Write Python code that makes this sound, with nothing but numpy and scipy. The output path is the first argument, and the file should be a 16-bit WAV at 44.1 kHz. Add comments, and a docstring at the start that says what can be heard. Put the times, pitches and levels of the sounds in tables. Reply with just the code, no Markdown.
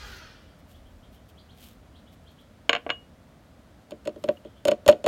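"""Open-air kitchen, stone counter: spices go into a plastic blender jar.
Powder trickles in as showers of noise grains; further off a hoarse screech of unsteady harmonics
dies away and a small bird chirps in swept whistles, over a steady wash and an uneven low rumble.
A small glass bowl clatters on the counter and rings as it is lifted, built from damped modes and noise;
it is then tapped on the jar's rim, which clicks and sets the air in the jar booming."""
import sys
import numpy as np
from scipy import signal
from scipy.fft import rfft, irfft
from scipy.io import wavfile

SR = 44100
rng = np.random.default_rng(int(sys.argv[2]) if len(sys.argv) > 2 else 0)


def wav_out(sig):
    """Save sig, one row per channel (or a flat mono array), as 16-bit PCM at SR to the path in sys.argv[1]."""
    wavfile.write(sys.argv[1], SR, np.round(np.clip(np.atleast_2d(sig).T, -1, 1) * 32767).astype(np.int16))


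N = 223696
TIME = np.arange(N) / SR
HIT_TIME = TIME[:SR // 2]   # every blow is given half a second


def from_db(db):
    """Decibels to gain."""
    return 10 ** (np.asarray(db) / 20)


def rms_one(x):
    """Scale to unit rms."""
    return x / np.sqrt(np.mean(x ** 2) + 1e-20)


def fade(t, t60):
    """Exponential decay that falls 60 dB in t60 seconds."""
    return np.exp(-np.log(1000) * t / t60)


def at_hz(points, hz):
    """Read a (frequency [Hz], value) table on a log-frequency axis."""
    knots, values = np.transpose(points)
    return np.interp(np.log(np.maximum(hz, 1)), np.log(knots), values)


def colour(x, spectrum):
    """Give a steady sound a spectrum; rms 1."""
    gain = from_db(at_hz(spectrum, np.fft.rfftfreq(len(x), 1 / SR)))
    return rms_one(irfft(rfft(x) * gain, len(x)))


def soften(x, hz):
    """Low-pass: a softer contact passes less treble."""
    low_pass = signal.butter(2, min(hz, .45 * SR), fs=SR, output="sos")
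    return signal.sosfilt(low_pass, x + 1e-18)


def cut_bass(x, hz):
    """High-pass: the deepest bass is taken away."""
    return signal.sosfilt(signal.butter(2, hz, "high", fs=SR, output="sos"), x)


def add(track, s, sound):
    """Mix a sound in at s seconds."""
    start = int(np.clip(round(s * SR), 0, N - 1))
    track[start:start + len(sound)] += sound[:N - start]


def ring(modes):
    """One blow on a set of damped modes of alternating sign."""
    blow = 0
    for k, (hz, db, t60) in enumerate(modes):
        tone = np.sin(2 * np.pi * hz * HIT_TIME) * fade(HIT_TIME, t60)
        blow = blow + (-1) ** k * from_db(db) * tone
    return blow


def crack(spectrum, t60, tail_db, tail_t60, tail_hz):
    """Countless damped modes: a sharp burst and a duller tail, with the same energy in every blow."""
    noise = colour(rng.standard_normal(len(HIT_TIME)), spectrum)
    burst = fade(HIT_TIME, t60)
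    tail = from_db(tail_db) * fade(HIT_TIME, tail_t60) * soften(noise, tail_hz)
    return rms_one(noise * burst + tail) * np.sqrt(np.mean(burst ** 2))


# spectrum of the steady outdoor wash: (frequency [Hz], density [dB per Hz])
WASH_COLOUR = [(12, -54), (20, -37), (37, -14.5), (60, -2.5), (101, -4), (127, -9), (241, -7.5), (388, -19),
               (624, -14), (873, -23), (1290, -23.5), (2670, -32), (3250, -31.5), (5380, -37.5),
               (16000, -47)]
WASH_DB = -53.5
# spectrum of the low rumble: (frequency [Hz], density [dB per Hz])
RUMBLE_COLOUR = [(12, -34.5), (25, -13), (50, -2), (85, -3.5), (140, -22), (400, -54.5)]
# how the rumble rises and falls: (time [s], level [dB])
RUMBLE_LEVEL = [(0, -47.5), (.6, -60.5), (.9, -49), (1.3, -69), (1.7, -55), (2.1, -70), (5.07, -74.5)]


def outdoors():
    """Shaped noise: the steady wash of the surroundings and a low rumble of changing level."""
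    wash = from_db(WASH_DB) * colour(rng.standard_normal(N), WASH_COLOUR)
    rumble_db = np.interp(TIME, *np.transpose(RUMBLE_LEVEL))
    return wash + from_db(rumble_db) * colour(rng.standard_normal(N), RUMBLE_COLOUR)


# spectrum of the far screech: (frequency [Hz], density [dB per Hz])
SCREECH_COLOUR = [(300, -10), (480, 0), (700, -14), (950, -1), (1080, -8), (1280, 4.5), (1680, 2.5),
                  (2000, -2.5), (3250, -3.5), (3650, -6.5), (4000, -5), (6000, -9.5), (7800, -19.5),
                  (16000, -30)]
# it slides down in pitch, sags in level and is released; level before the mix
SCREECH_START_HZ, SCREECH_END_HZ, SLIDE_S, SLIDE_STEEPNESS = 817, 575, .16, 3.2
SCREECH_DB, SAG_DB_PER_S, RELEASE_S, RELEASE_DB_PER_S = -44.5, 32, 0.25, 32


def screech(jitter, rasp_width_hz):
    """A falling stack of unsteady harmonics; alternate cycles differ, which puts weaker lines between them."""
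    slide = 1 + (TIME / SLIDE_S) ** SLIDE_STEEPNESS
    pitch = SCREECH_END_HZ + (SCREECH_START_HZ - SCREECH_END_HZ) / slide
    db = SCREECH_DB - SAG_DB_PER_S * TIME - RELEASE_DB_PER_S * np.maximum(TIME - RELEASE_S, 0)
    unsteady = 1 + jitter * rms_one(soften(rng.standard_normal(N), 210))
    phase = 2 * np.pi * np.cumsum(pitch * unsteady) / SR
    stack = 0
    for k in range(1, 21):
        flutter = 1 + 1.2 * rms_one(soften(rng.standard_normal(N), rasp_width_hz))
        line = np.sin(k * phase / 2 + rng.uniform(0, 2 * np.pi))
        stack = stack + from_db(-4 * (k % 2)) * flutter * line   # odd k: the lines in between
    rasp = from_db(2) * rng.standard_normal(N)
    return from_db(db) * colour(rms_one(stack) + rasp, SCREECH_COLOUR)


# pinches of spice trickling: (middle time [s], Gaussian spread [s], level before the mix [dB])
TRICKLES = [(0.115, 0.06, -56), (0.709, 0.021, -60), (1.147, 0.016, -61), (1.297, 0.0085, -57),
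            (1.65, 0.049, -52.5), (2.133, 0.012, -61), (4.29, 0.077, -63.5)]
# spectrum of the grains: (frequency [Hz], density [dB per Hz])
TRICKLE_COLOUR = [(1500, -9), (3200, 6.5), (5000, -2.5), (7000, -3.5), (10000, -5), (13000, 0.5),
                  (16000, -5)]
# stray flakes drop at random times in this span; level before the mix
STRAY_SPAN_S, STRAY_SPREAD_S, STRAY_DB = (0.407, 2.5), 0.0092, -66


def spice(grain_db):
    """Fine grains of uneven size land in short showers."""
    strays = [(s, STRAY_SPREAD_S, STRAY_DB) for s in rng.uniform(*STRAY_SPAN_S, size=5)]
    flow = 0
    for s, spread, db in list(TRICKLES) + strays:
        flow = flow + from_db(db) * np.exp(-((TIME - s) / spread) ** 2 / 2)
    size_db = grain_db * np.minimum(rng.exponential(1, N), 5)
    grains = rng.standard_normal(N) * from_db(size_db)
    return flow * colour(grains, TRICKLE_COLOUR)


# the first chirp of each pair: (time [s], level before the mix [dB])
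CHIRPS = [(0.348, -63.5), (.735, -62), (1.025, -61.5), (1.371, -56.5), (1.945, -58.5), (2.261, -58),
          (4.439, -60.5)]
PAIR_GAP_S, SECOND_CHIRP_DB = .117, -2   # the second is softer
# louder chirps climb higher: the sweep is SWEEP_HZ at SWEEP_AT_DB and doubles every SWEEP_DOUBLES_DB
CHIRP_START_HZ, SWEEP_HZ, SWEEP_AT_DB, SWEEP_DOUBLES_DB = 2980, 1060, -61, 4.5


def bird(length_s, waver):
    """Each chirp is a wavering whistle that sweeps upward as it swells and fades; a softer one follows."""
    out, u = np.zeros(N), np.linspace(0, 1, int(length_s * SR))
    seconds = [(s + PAIR_GAP_S, db + SECOND_CHIRP_DB) for s, db in CHIRPS]
    for s, db in list(CHIRPS) + seconds:
        unsteady = 1 + waver * rms_one(soften(rng.standard_normal(len(u)), 300))
        sweep = SWEEP_HZ * 2 ** ((db - SWEEP_AT_DB) / SWEEP_DOUBLES_DB)
        pitch = (CHIRP_START_HZ + sweep * u ** 2) * unsteady
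        whistle = np.sin(2 * np.pi * np.cumsum(pitch) / SR)
        add(out, s, from_db(db) * np.sqrt(4 * u * (1 - u)) * whistle)
    return out


# the bowl is set down and bounces
DROP_S, DROP_DB, DROP_BRIGHT_HZ = 2.6936, -13.5, 9000
FIRST_HOP_S, RESTITUTION, HOP_LOSS_DB, HOP_DULLING = .0365, .565, 5, 0.74


def bounces(count):
    """Contacts of the settling bowl, each hop shorter, weaker and duller: (s, dB, brightness Hz)."""
    contacts = []
    for k in range(count):
        s = DROP_S + FIRST_HOP_S * (1 - RESTITUTION ** k) / (1 - RESTITUTION)
        contacts.append((s, DROP_DB - HOP_LOSS_DB * k, DROP_BRIGHT_HZ * HOP_DULLING ** k))
    return contacts


# the bowl knocks the counter as it is picked up: (time [s], level [dB], contact brightness [Hz])
KNOCKS = [(2.8644, -22.5, 830), (2.892, -26, 1860), (2.9018, -20.5, 4240)]
# bowl and counter in contact: (frequency [Hz], level [dB], t60 [s])
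BOWL_MODES = [(277, -17, 0.078), (469, -13, 0.14), (572, -4.5, 0.056), (697, -7.5, 0.023),
              (1062, -16, 0.065), (1137, -10, 0.068), (1418, -12, 0.051), (1512, -13.5, 0.078),
              (1600, -3, 0.028), (2016, -0.5, 0.019), (2186, -1, 0.0091), (2180, -2, 0.034),
              (2367, -1.6, 0.013), (2730, 5.5, 0.016), (2640, 1.5, 0.0064), (2830, -16.5, 0.089),
              (2947, 6, 0.012), (3300, 0.5, 0.012), (3500, -14, 0.017), (3570, -10, 0.023),
              (3643, -10.5, 0.042), (4030, -11, 0.025), (4300, -13, 0.038), (4620, -11.5, 0.0099),
              (5040, -21.5, 0.035), (5260, -13.5, 0.01), (6770, -14, 0.031), (8600, -24.5, 0.017),
              (15180, -22, 0.04)]
# spectrum of the knock's grit: (frequency [Hz], density [dB per Hz])
KNOCK_COLOUR = [(88, -52.5), (150, -13.5), (406, -5.5), (475, -16), (702, 7), (854, -15), (1100, -0.5),
                (1290, -15.5), (1560, -2), (1900, -10.5), (2980, -0.5), (5680, -44), (6910, -14.5),
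                (7470, -58.5), (16000, -55)]
# spectrum of a hard click, for the bowl and the jar's rim: (frequency [Hz], density [dB per Hz])
CLICK_COLOUR = [(200, 5.5), (900, 3.5), (1400, -1.5), (2000, -5.5), (3100, 4), (4400, -6), (5800, -12.5),
                (7000, -7), (10000, -8.5), (16000, -12)]
# the bowl ringing in the hand: (time [s], level [dB], t60 of the fingers' damping [s])
CHIMES = [(2.9, -25.5, 2.5), (4.371, -42.5, 0.043)]
# the bowl free of the counter: (frequency [Hz], level [dB], t60 [s])
FREE_MODES = [(2882, -3, 0.26), (6900, -31.5, 0.16), (11950, -46.5, .1), (15120, -46, .06)]


def glass_bowl():
    """The bowl bounces, damped by the stone; once lifted its free modes ring, the lowest loudest and longest."""
    out, body = np.zeros(N), ring(BOWL_MODES)
    for s, db, bright_hz in bounces(count=5) + list(KNOCKS):
        grit = from_db(2.5) * crack(KNOCK_COLOUR, t60=0.018, tail_db=-7.5, tail_t60=0.12, tail_hz=4500)
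        snap = from_db(-19) * crack(CLICK_COLOUR, t60=0.02, tail_db=-21.0, tail_t60=.04, tail_hz=9000)
        add(out, s, from_db(db) * soften(body + grit + snap, bright_hz))
    for s, db, held_t60 in CHIMES:
        add(out, s, from_db(db) * ring(FREE_MODES) * fade(HIT_TIME, held_t60))
    return out


# the bowl lands squarely on the jar's rim: (time [s], boom level [dB], contact brightness [Hz])
TAPS = [(3.9201, -30, 4500), (4.059, -30.5, 4000), (4.0752, -18.5, 8600), (4.1613, -36.5, 5000),
        (4.2408, -21, 9500), (4.281, -32, 3500), (4.2889, -10, 2920), (4.4501, -35, 3600),
        (4.6539, -13, 13000), (4.6744, -18.5, 9200), (4.685, -8, 5040), (4.717, -11.5, 5800),
        (4.8636, -15.5, 8500), (4.8874, 0.74, 5050), (4.8976, -6.5, 6500), (4.9272, -16.5, 3700),
        (5.0432, -19.5, 8650), (5.055, -24, 4000), (5.0661, -5.5, 3500)]
# its edge only grazes the rim, a bright click with hardly any boom: (time [s], click level [dB])
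GRAZES = [(3.9084, -44), (4.0529, -48), (4.679, -37), (4.6817, -25.5), (4.711, -37), (4.879, -17.5),
          (4.891, -24.5), (4.9135, -40), (5.0627, -28)]
GRAZE_BRIGHT_HZ, GRAZE_BOOM_DB = 15500, -9   # boom relative to the graze's click
CLICK_DB, CLICK_LEAD_S = -15, .0014   # the rim's click, relative to the boom that follows it
REBOUND_S, REBOUND_LOSS_DB, REBOUND_DULLING = .0184, 18.5, 0.67   # every tap falls back once


def rim_contacts():
    """Taps, their rebounds and the grazes: (s of the click, click dB, brightness Hz, boom dB)."""
    rebounds = [(s + REBOUND_S, db - REBOUND_LOSS_DB, hz * REBOUND_DULLING) for s, db, hz in TAPS]
    square = [(s - CLICK_LEAD_S, db + CLICK_DB, hz, db) for s, db, hz in list(TAPS) + rebounds]
    return square + [(s, db, GRAZE_BRIGHT_HZ, db + GRAZE_BOOM_DB) for s, db in GRAZES]


# the air in the jar and the stiffer wall modes that it drives: (frequency [Hz], level [dB], t60 [s])
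AIR_MODES = [(553, 2.5, 0.035), (603.6, 3.5, 0.051), (661, -15, 0.016), (713, -27.5, 0.19),
             (958, -25, 0.073), (1122, -24.5, 0.055), (1496, -19.5, 0.02)]
# the jar flexing on its base: (frequency [Hz], relative level [dB], t60 [s])
BASE_MODES = [(147, -11.5, 0.063), (221.6, -8, 0.1), (310.5, -2.5, 0.083), (359.4, -7, 0.15),
              (443, 1, 0.041), (459.6, -9.5, 0.14)]
# the rim's short, high modes: (frequency [Hz], relative level [dB], t60 [s])
RIM_MODES = [(1910, -14, 0.049), (2710, -11.5, 0.042), (3032, -7.5, 0.038), (3460, -6.5, 0.019),
             (4350, -4, 0.022), (5280, -12, 0.031), (6790, -1.5, 0.016), (8620, -14, 0.025)]
# spectrum of the jar's thin wall: (frequency [Hz], density [dB per Hz])
WALL_COLOUR = [(150, -26.5), (400, 1.5), (800, -1), (1350, -2), (1900, -12), (2400, 0), (3100, -1),
               (6000, -27)]


def jar(base_db, base_slope):
    """The rim clicks first; then the jar gives way and its two close air modes swell and beat."""
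    out, air, rim = np.zeros(N), ring(AIR_MODES), from_db(-2.5) * ring(RIM_MODES)
    # the base's low ring swells in over the first few cycles
    base = from_db(3.0) * ring(BASE_MODES) * (1 - fade(HIT_TIME, t60=0.046))
    for s, click_db, bright_hz, boom_db in rim_contacts():
        snap = from_db(3.5) * crack(CLICK_COLOUR, t60=0.019, tail_db=-18, tail_t60=0.1, tail_hz=6000)
        clack = from_db(-7.5) * crack(WALL_COLOUR, t60=0.037, tail_db=-13.5, tail_t60=0.13, tail_hz=2530)
        add(out, s, from_db(click_db) * soften(rim + snap + clack, bright_hz))
        add(out, s + CLICK_LEAD_S, from_db(boom_db) * air)
        # the base flexes less than in proportion under the harder blows
        add(out, s + CLICK_LEAD_S, from_db(base_db + base_slope * boom_db) * base)
    return out


# decay of the reflections: (frequency [Hz], t60 [s])
ROOM_T60 = [(100, 1), (600, 0.33), (3000, 0.27), (14000, 0.29)]


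def room(x, build_up_s):
    """Diffuse reflections from walls and roof: bands of decaying noise, the bass lasting longest."""
    tail = 0
    edges = 60 * 2. ** np.arange(9)   # octave bands
    for low, high in zip(edges, edges[1:]):
        band_pass = signal.butter(2, [low, high], "band", fs=SR, output="sos")
        band = signal.sosfilt(band_pass, rng.standard_normal(len(HIT_TIME)))
        tail = tail + band * fade(HIT_TIME, at_hz(ROOM_T60, np.sqrt(low * high)))
    tail = tail * np.minimum(HIT_TIME / build_up_s, 1) ** 2
    return signal.fftconvolve(x, tail / np.sqrt(np.sum(tail ** 2)))[:N]


def scene():
    """Close, nearly dry blows; distant calls heard largely by reflection."""
    near = cut_bass(glass_bowl() + jar(base_db=-18.5, base_slope=0.49), hz=75)
    hoarse = screech(jitter=.01, rasp_width_hz=60)
    chirps = bird(length_s=0.028, waver=0.032)
    close = near + from_db(-28.5) * room(near, build_up_s=0.013) + from_db(-2.0) * spice(grain_db=5)
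    reflected = room(hoarse + from_db(2.6) * chirps, build_up_s=0.003)
    distant = from_db(-0.5) * (hoarse + chirps) + from_db(-2.0) * reflected
    return (close + distant + outdoors())[None]


CUTOFF_HZ = 16200


def record(dry):
    """The loudest peaks are rounded off and the top is cut."""
    rounded = dry / (1 + dry ** 6) ** (1 / 6)
    return signal.sosfilt(signal.ellip(10, .1, 90, CUTOFF_HZ, fs=SR, output="sos"), rounded)


dry = scene()
out = record(dry)
wav_out(out)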